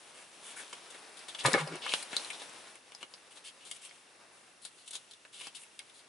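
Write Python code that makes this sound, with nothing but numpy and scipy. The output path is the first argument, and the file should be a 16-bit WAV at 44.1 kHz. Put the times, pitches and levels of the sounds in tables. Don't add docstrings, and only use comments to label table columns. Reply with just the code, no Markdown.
import sys
import numpy as np
from scipy import signal
from scipy.io import wavfile
from scipy.ndimage import uniform_filter1d

SR = 44100
rng = np.random.default_rng(int(sys.argv[2]) if len(sys.argv) > 2 else 0)


def generate_wav(sig):
    pcm = np.round(np.clip(np.atleast_2d(sig).T, -1, 1) * 32767).astype(np.int16)
    wavfile.write(sys.argv[1], SR, pcm)


N = 268128
OPPOSITE = np.array([[1], [-1]])


def undb(db):
    return 10 ** (np.asarray(db) / 20)


def level(x, db):
    return x * undb(db) / np.sqrt(np.mean(x ** 2))


def sides(pan_db):
    return OPPOSITE * pan_db / 2


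def band(x, hz, width):
    b, a = signal.iirpeak(min(hz, .45 * SR), hz / width, fs=SR)
    return signal.lfilter(b, a, x)


def ring_width(t60):
    return np.log(1000) / np.pi / t60


def resonate(x, peaks):
    out, power = 0, 0
    for k, (hz, width, db) in enumerate(peaks):
        out = out + (-1) ** k * undb(db) * band(band(x, hz, width), hz, width)
        power += undb(db) ** 2 * width * np.pi / 2 / SR
    return out / np.sqrt(power)


def fade(t60):
    length = max(t60, .002) * SR
    return 10 ** (-3 * np.arange(int(length)) / length)


def swell(rise, t60, hold):
    up = np.linspace(0, 1, int(max(rise, .0005) * SR))
    return np.concatenate([up, np.ones(int(hold * SR)), fade(t60)])


def add(out, s, x, pan_db):
    i = int(s * SR)
    x = x[:N - i]
    out[:, i:i + len(x)] += x * undb(sides(pan_db))


def walk(rate):
    k = int(SR / rate)
    steps = np.repeat(rng.standard_normal(N // k + 1), k)
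    return 0.53 * uniform_filter1d(uniform_filter1d(steps, k), k)[:N]


def slips(size, grain_db, count=30):
    grains = np.repeat(rng.exponential(size=size // count + 1), count)[:size]
    return level(rng.standard_normal(size) * undb(grain_db * grains), 0)


def shaken(grit, s, rise, t60, hold=0):
    start = int(s * SR)
    shape = np.pad(swell(rise, t60, hold), (0, 3000))[:N - start]
    return shape * grit[start:][:len(shape)]


# f/Hz, density level/dB (per Hz)
AIR_SPECTRUM = [(45, 1), (100, -5.5), (200, -3.5), (400, -0.5), (900, -4), (1800, -1.5), (3000, -10.5),
                (5000, -7), (7500, -11.5), (11000, -11.5)]
# f/Hz, left-right correlation (0 to 1)
AIR_CORRELATION = [(60, 1), (300, 0.78), (1200, 0.023), (5000, 0.19), (11000, 1)]
AIR_DB = -64.5


def air():
    air_hz, air_db = np.transpose(AIR_SPECTRUM)
    like_hz, likeness = np.transpose(AIR_CORRELATION)
    out, slow = 0, walk(.7)
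    for hz in 45 * 2 ** (np.arange(25) / 3):
        mid, side = (resonate(rng.standard_normal(N), [(hz, hz / 3, 0)]) for _ in range(2))
        db = np.interp(np.log(hz), np.log(air_hz), air_db) + 10 * np.log10(hz)
        like = np.interp(np.log(hz), np.log(like_hz), likeness)
        pair = np.sqrt(1 + like) * mid + np.sqrt(1 - like) * side * OPPOSITE
        flicker_db = 0.63 * slow + 1.1 * walk(8)
        out = out + undb(db + flicker_db) * pair
    return level(out, AIR_DB)


TICK_RATE, TICK_START_S = 30000 / 1001, .006
TICK_HZ, TICK_T60_S, TICK_DB = 2727, .03, -75


def camera():
    ticks = np.arange(int(N / SR * TICK_RATE))
    at = ((TICK_START_S + ticks / TICK_RATE) * SR).astype(int)
    push = np.zeros(N)
    push[at] = (-1.) ** ticks * undb(1.6 * rng.standard_normal(len(at)))
    width = ring_width(TICK_T60_S)
    tick = band(band(push, TICK_HZ, width), TICK_HZ, 3 * width)
    return level(tick, TICK_DB) * undb(sides(-3))


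YARD_T60_S, YARD_DB = .075, -6.5
YARD_HZ, YARD_WIDTH_HZ = 2540, 5000


def yard(direct):
    shape = np.pad(fade(YARD_T60_S), (60, 0))
    middle, out = direct.mean(0), []
    for _ in range(2):
        noise = shape * rng.standard_normal(len(shape))
        tail = level(band(noise, YARD_HZ, YARD_WIDTH_HZ), YARD_DB) / np.sqrt(len(shape))
        out.append(signal.fftconvolve(middle, tail)[:N])
    return np.array(out)


# t/s, length/s, f/Hz, peak level/dB
ROCKING_HUMS = [(1.437, .025, 84.5, -38), (1.442, 0.045, 131, -28.5), (1.53, 0.022, 218, -29),
                (1.592, 0.083, 153, -35), (1.69, 0.063, 165.4, -42.5), (1.707, 0.031, 374, -41),
                (1.74, 0.037, 365, -43)]


def rocking():
    out = np.zeros((2, N))
    for s, length, hz, db in ROCKING_HUMS:
        t = np.arange(int(length * SR)) / SR
        shape = np.sin(np.pi * t / length) ** 2
        add(out, s, undb(db) * shape * np.sin(2 * np.pi * hz * t), .4)
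    return out


# t/s, level/dB (RMS of the early part), rise/s, rattle t60/s, contact f/Hz
BLOWS = [(1.448, -26.5, 0.0021, 0.1, 1060), (1.469, -36, .002, 0.11, 554), (1.537, -31, 0.001, .12, 1240),
         (1.546, -26, 0.0015, 0.085, 534), (1.575, -38.5, 0.0033, 0.18, 930), (1.669, -46, .004, 0.1, 664),
         (1.7, -48, 0.035, 0.14, 400), (1.855, -44.5, .005, 0.057, 970), (3.031, -57.5, 0.0032, 0.046, 510),
         (5.25, -80, .001, .01, 1290), (5.466, -56, 0.0013, 0.05, 780), (5.794, -54, 0.0008, 0.041, 2080)]
# f/Hz, relative level/dB, t60/s
WOOD_MODES = [(149, 3.5, 0.085), (294, -8, 0.026), (523, -7, 0.18), (780, -13.5, 0.066), (1100, -37, 0.163),
              (1211, -7.5, 0.064), (1460, -36, 0.068), (1650, -15, 0.038), (2160, -12, 0.032)]


def knocks():
    out, grit = np.zeros((2, N)), slips(N, grain_db=2.5)
    for s, db, rise, t60, contact_hz in BLOWS:
        push = resonate(shaken(grit, s, rise, t60), [(contact_hz, 1.3 * contact_hz, 0)])
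        ring = 0.17 * push
        for hz, mode_db, mode_t60 in WOOD_MODES:
            ring = ring + undb(mode_db) * band(push, hz, ring_width(mode_t60))
        early = ring[:int((rise + t60 / 4) * SR)]
        add(out, s, ring * undb(db) / np.sqrt(np.mean(early ** 2)), .6)
    return out


# f/Hz, width/Hz, relative level/dB
EDGE_HISS = [(8900, 5000, 7.5), (10396, 4140, 7)]
# f/Hz, width/Hz, relative level/dB
BOOKLET = [(553, 1210, 2.5), (1460, 3300, -1)]


def card(push, ring, body_db, edge_db):
    body = undb(body_db) * resonate(push, BOOKLET)
    edge = (-1) ** len(ring) * undb(edge_db) * resonate(push, EDGE_HISS)
    return resonate(push, ring) + body + edge


# t/s, ring level/dB, body over ring level/dB
SLIDES = [(0.0, -58.5, -2), (0.299, -59.5, -1), (0.6, -52.5, -3.5), (0.75, -54.5, -2), (1.12, -57, 1.5),
          (1.4, -54, -1), (1.52, -40.5, 3.5), (1.66, -53, 4), (1.8, -55, 4), (1.94, -42, -8.5),
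          (2.06, -52.5, -1.5), (2.2, -48.5, -2.5), (2.69, -55.5, 0), (2.81, -62.5, -1.5),
          (3.37, -61.5, -0.5), (3.54, -63.5, 0), (3.86, -57, -6.5), (4.03, -64, -2), (4.21, -64, 2.5),
          (4.59, -66.5, -1), (4.99, -61.5, -6), (5.32, -67, -4), (5.5, -62.5, -3), (5.74, -64, -3.5),
          (6.08, -64.5, -1)]
# f/Hz, width/Hz, relative level/dB
CARD_RING = [(2980, 1480, 1), (3550, 1570, -2.5), (5620, 2200, -7)]
RUB_EDGE_DB, RUB_SIDE_DB, RUB_PAN_DB = -1.5, -7, 2


def rubbing():
    s, ring_db, body_db = np.transpose(SLIDES)
    t = np.arange(N) / SR
    db = np.interp(t, s, ring_db)
    body_db = np.interp(t, s, body_db) + 0.5 * walk(24)
    edge_db = RUB_EDGE_DB + 2.9 * walk(19)
    grip = undb(2.0 * walk(40))
    mid, side = (card(grip * slips(N, grain_db=1.09), CARD_RING, body_db, edge_db) for _ in range(2))
    sound = mid + undb(RUB_SIDE_DB) * side * OPPOSITE
    return sound * undb(db + sides(RUB_PAN_DB))


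HANDS_PAN_DB, HANDS_SWAY_DB = 4.5, 2


def touch(out, s, push, hz, width, upper_db, body_db, edge_db, db):
    ring = [(hz, width * hz, 0), (1.55 * hz, 0.8 * hz, upper_db)]
    sound = card(push, ring, body_db, edge_db)
    peak = np.sqrt(uniform_filter1d(2 * sound ** 2, size=60).max())
    add(out, s, sound * undb(db) / peak, HANDS_PAN_DB + HANDS_SWAY_DB * rng.standard_normal())


# t/s, peak level/dB, ring f/Hz, body over ring level/dB,
# treble over ring level/dB, length/s
DRAGS = [(0.13, -45, 3020, 0.5, 5.5, .09), (0.42, -42.5, 3500, 0, 9, 0.1),
         (0.555, -40.5, 1490, -7, 6, 0.056), (1.385, -36, 3350, -14, -3.5, 0.024),
         (1.432, -30.5, 1510, 10, 9, .06), (1.515, -45, 3000, -10, -1, 0.018),
         (1.578, -33, 1820, 7, -1.5, 0.036), (1.63, -43, 1010, 0, -12, 0.092),
         (1.715, -40, 3030, 2.5, -14, 0.055), (1.812, -36.5, 3100, -9.5, -27, 0.053),
         (1.865, -34, 2970, -12, -22, 0.066), (1.94, -35.5, 3000, 9, 11, 0.029),
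         (2.112, -43, 3920, -1, -12, .02), (2.13, -39.5, 1410, -3, -6, 0.014),
         (2.168, -40, 4330, -5, -8, 0.034), (2.325, -41, 3730, -11, -8, 0.024),
         (2.39, -46, 3700, -11, -2, 0.034), (3.005, -48.5, 2970, -2, -3, 0.017),
         (3.305, -51, 2820, -25, 6, .02), (3.35, -49, 3680, -8, 5, 0.033),
         (3.437, -43, 3000, -16, 1.5, 0.051), (3.6, -52.5, 2800, -13, -5, 0.035),
         (3.645, -46, 3680, -9, 5, 0.035), (3.685, -47.5, 3270, -13, 10, 0.078),
         (3.812, -46.5, 2800, -23, 8, 0.035), (3.848, -44, 2920, -15, 11, 0.011),
         (4.61, -47.5, 4180, -16, 8, 0.068), (4.77, -56, 4220, -23, 4, 0.053),
         (4.855, -51, 3550, -21.5, 5, 0.029), (4.924, -36.5, 3700, -11, 4.5, 0.041),
         (5.318, -44.5, 3390, -12, 2, 0.088), (5.39, -43, 3000, -9, 0.5, 0.09),
         (5.545, -41, 3280, -21, 2.5, 0.023), (5.58, -45.5, 2740, -17, 11.5, 0.056),
         (5.93, -51.5, 4000, -17, 6.5, 0.072)]
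SCUFF_RISE_SHARE, SCUFF_T60_S = 0.24, 0.073


def scuffs():
    out, grit = np.zeros((2, N)), slips(N, grain_db=2.0)
    for s, db, hz, body_db, edge_db, length in DRAGS:
        rise = SCUFF_RISE_SHARE * length
        push = shaken(grit, s, rise, SCUFF_T60_S, hold=length - rise)
        touch(out, s, push, hz, 0.42, -12.5, body_db, edge_db, db)
    return out


# t/s, peak level/dB, ring f/Hz, body over ring level/dB, treble over ring level/dB, t60/s
FLICKS = [(0.7278, -35.5, 3140, 0.5, 0.5, 0.03), (0.9016, -45, 3360, -8, 5, .072),
          (0.947, -46, 1310, 19, -20, 0.034), (1.1672, -46.5, 3780, -7, 3, 0.12),
          (1.1901, -45, 4450, -15, -2, .018), (1.2818, -38.5, 3760, -8, 0.5, 0.1),
          (1.3468, -36, 3460, -6, -7, 0.03), (1.456, -22, 3700, -6.5, 0, 0.045),
          (1.461, -22, 4130, -6, 6, 0.032), (1.5321, -19.5, 3980, -31, -9.5, 0.0043),
          (1.5392, -15.5, 1650, -4, -34, 0.0015), (1.6751, -35, 5340, 4, 8, 0.012),
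          (1.7563, -40, 6400, -14, 13, 0.011), (1.8641, -30.5, 1180, -16, -12, 0.0074),
          (1.8925, -27.5, 3180, -25, -21, 0.01), (1.9218, -27, 2350, -22, -16, 0.0049),
          (1.9372, -16, 3180, -8, -2.5, 0.0029), (2.0251, -36, 4700, 1.5, 10.5, 0.038),
          (2.1292, -32, 1260, 4, -8, 0.015), (2.1515, -39, 2770, -19, -14, 0.031),
          (2.1656, -18, 3970, -12.5, -2, 0.011), (2.2459, -35, 3800, -10, -3, .015),
          (2.3008, -31.5, 2260, -18, -5, 0.051), (2.4171, -37, 1560, 6, -1.5, 0.021),
          (2.494, -44, 1490, 10, 10, 0.021), (2.7552, -42, 2350, -7, 12, 0.004),
          (2.9196, -43, 2320, -2, -2, 0.0051), (2.9489, -37, 4860, -12, -1, 0.0044),
          (3.0283, -33.5, 2600, -5, -3.5, .012), (3.1373, -40.5, 5200, -5.5, -20, 0.025),
          (3.3704, -45.5, 3830, -2, -3, .04), (3.7114, -32, 2990, -12, 5.5, 0.035),
          (3.7622, -47, 2580, -17, 5, 0.057), (3.8929, -48.5, 4500, -12, -14, .006),
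          (3.9096, -45.5, 2100, -3, -20, 0.0068), (4.6495, -36, 3970, -10.5, 6, 0.049),
          (4.8762, -40.5, 3630, -22, 8, 0.05), (4.9068, -37.5, 3600, -14, 6.5, 0.045),
          (4.9528, -32.5, 3840, -14, 0, 0.018), (5.1092, -45, 3500, -29, -1, 0.051),
          (5.1346, -46.5, 3440, -18, -10, 0.013), (5.2499, -45.5, 1770, -9, -21, 0.013),
          (5.4102, -44.5, 2900, -2, -2, .014), (5.469, -37.5, 5700, -1, 1, 0.015),
          (5.6319, -44.5, 2480, -22, 7, 0.038), (5.791, -32.5, 3260, -16, 4.5, 0.0071),
          (5.8951, -50, 3200, -27, -3, 0.031)]
SNAP_RISE_S, SNAP_RISE_SHARE = .0006, .025


def snaps():
    out, grit = np.zeros((2, N)), slips(N, grain_db=1.7)
    for s, db, hz, body_db, edge_db, t60 in FLICKS:
        push = shaken(grit, s, SNAP_RISE_S + SNAP_RISE_SHARE * t60, t60)
        touch(out, s, push, hz, 0.37, -14.5, body_db, edge_db, db)
    return out


def scene():
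    hits = snaps() + scuffs() + knocks()
    background = air() + camera()
    return background + yard(hits) + rocking() + rubbing() + hits


def record(dry):
    dry = signal.sosfilt(signal.butter(3, 100, "high", fs=SR, output="sos"), dry)
    return signal.sosfilt(signal.ellip(14, .2, 80, 11050, fs=SR, output="sos"), dry)


dry = scene()
out = record(dry)
generate_wav(out)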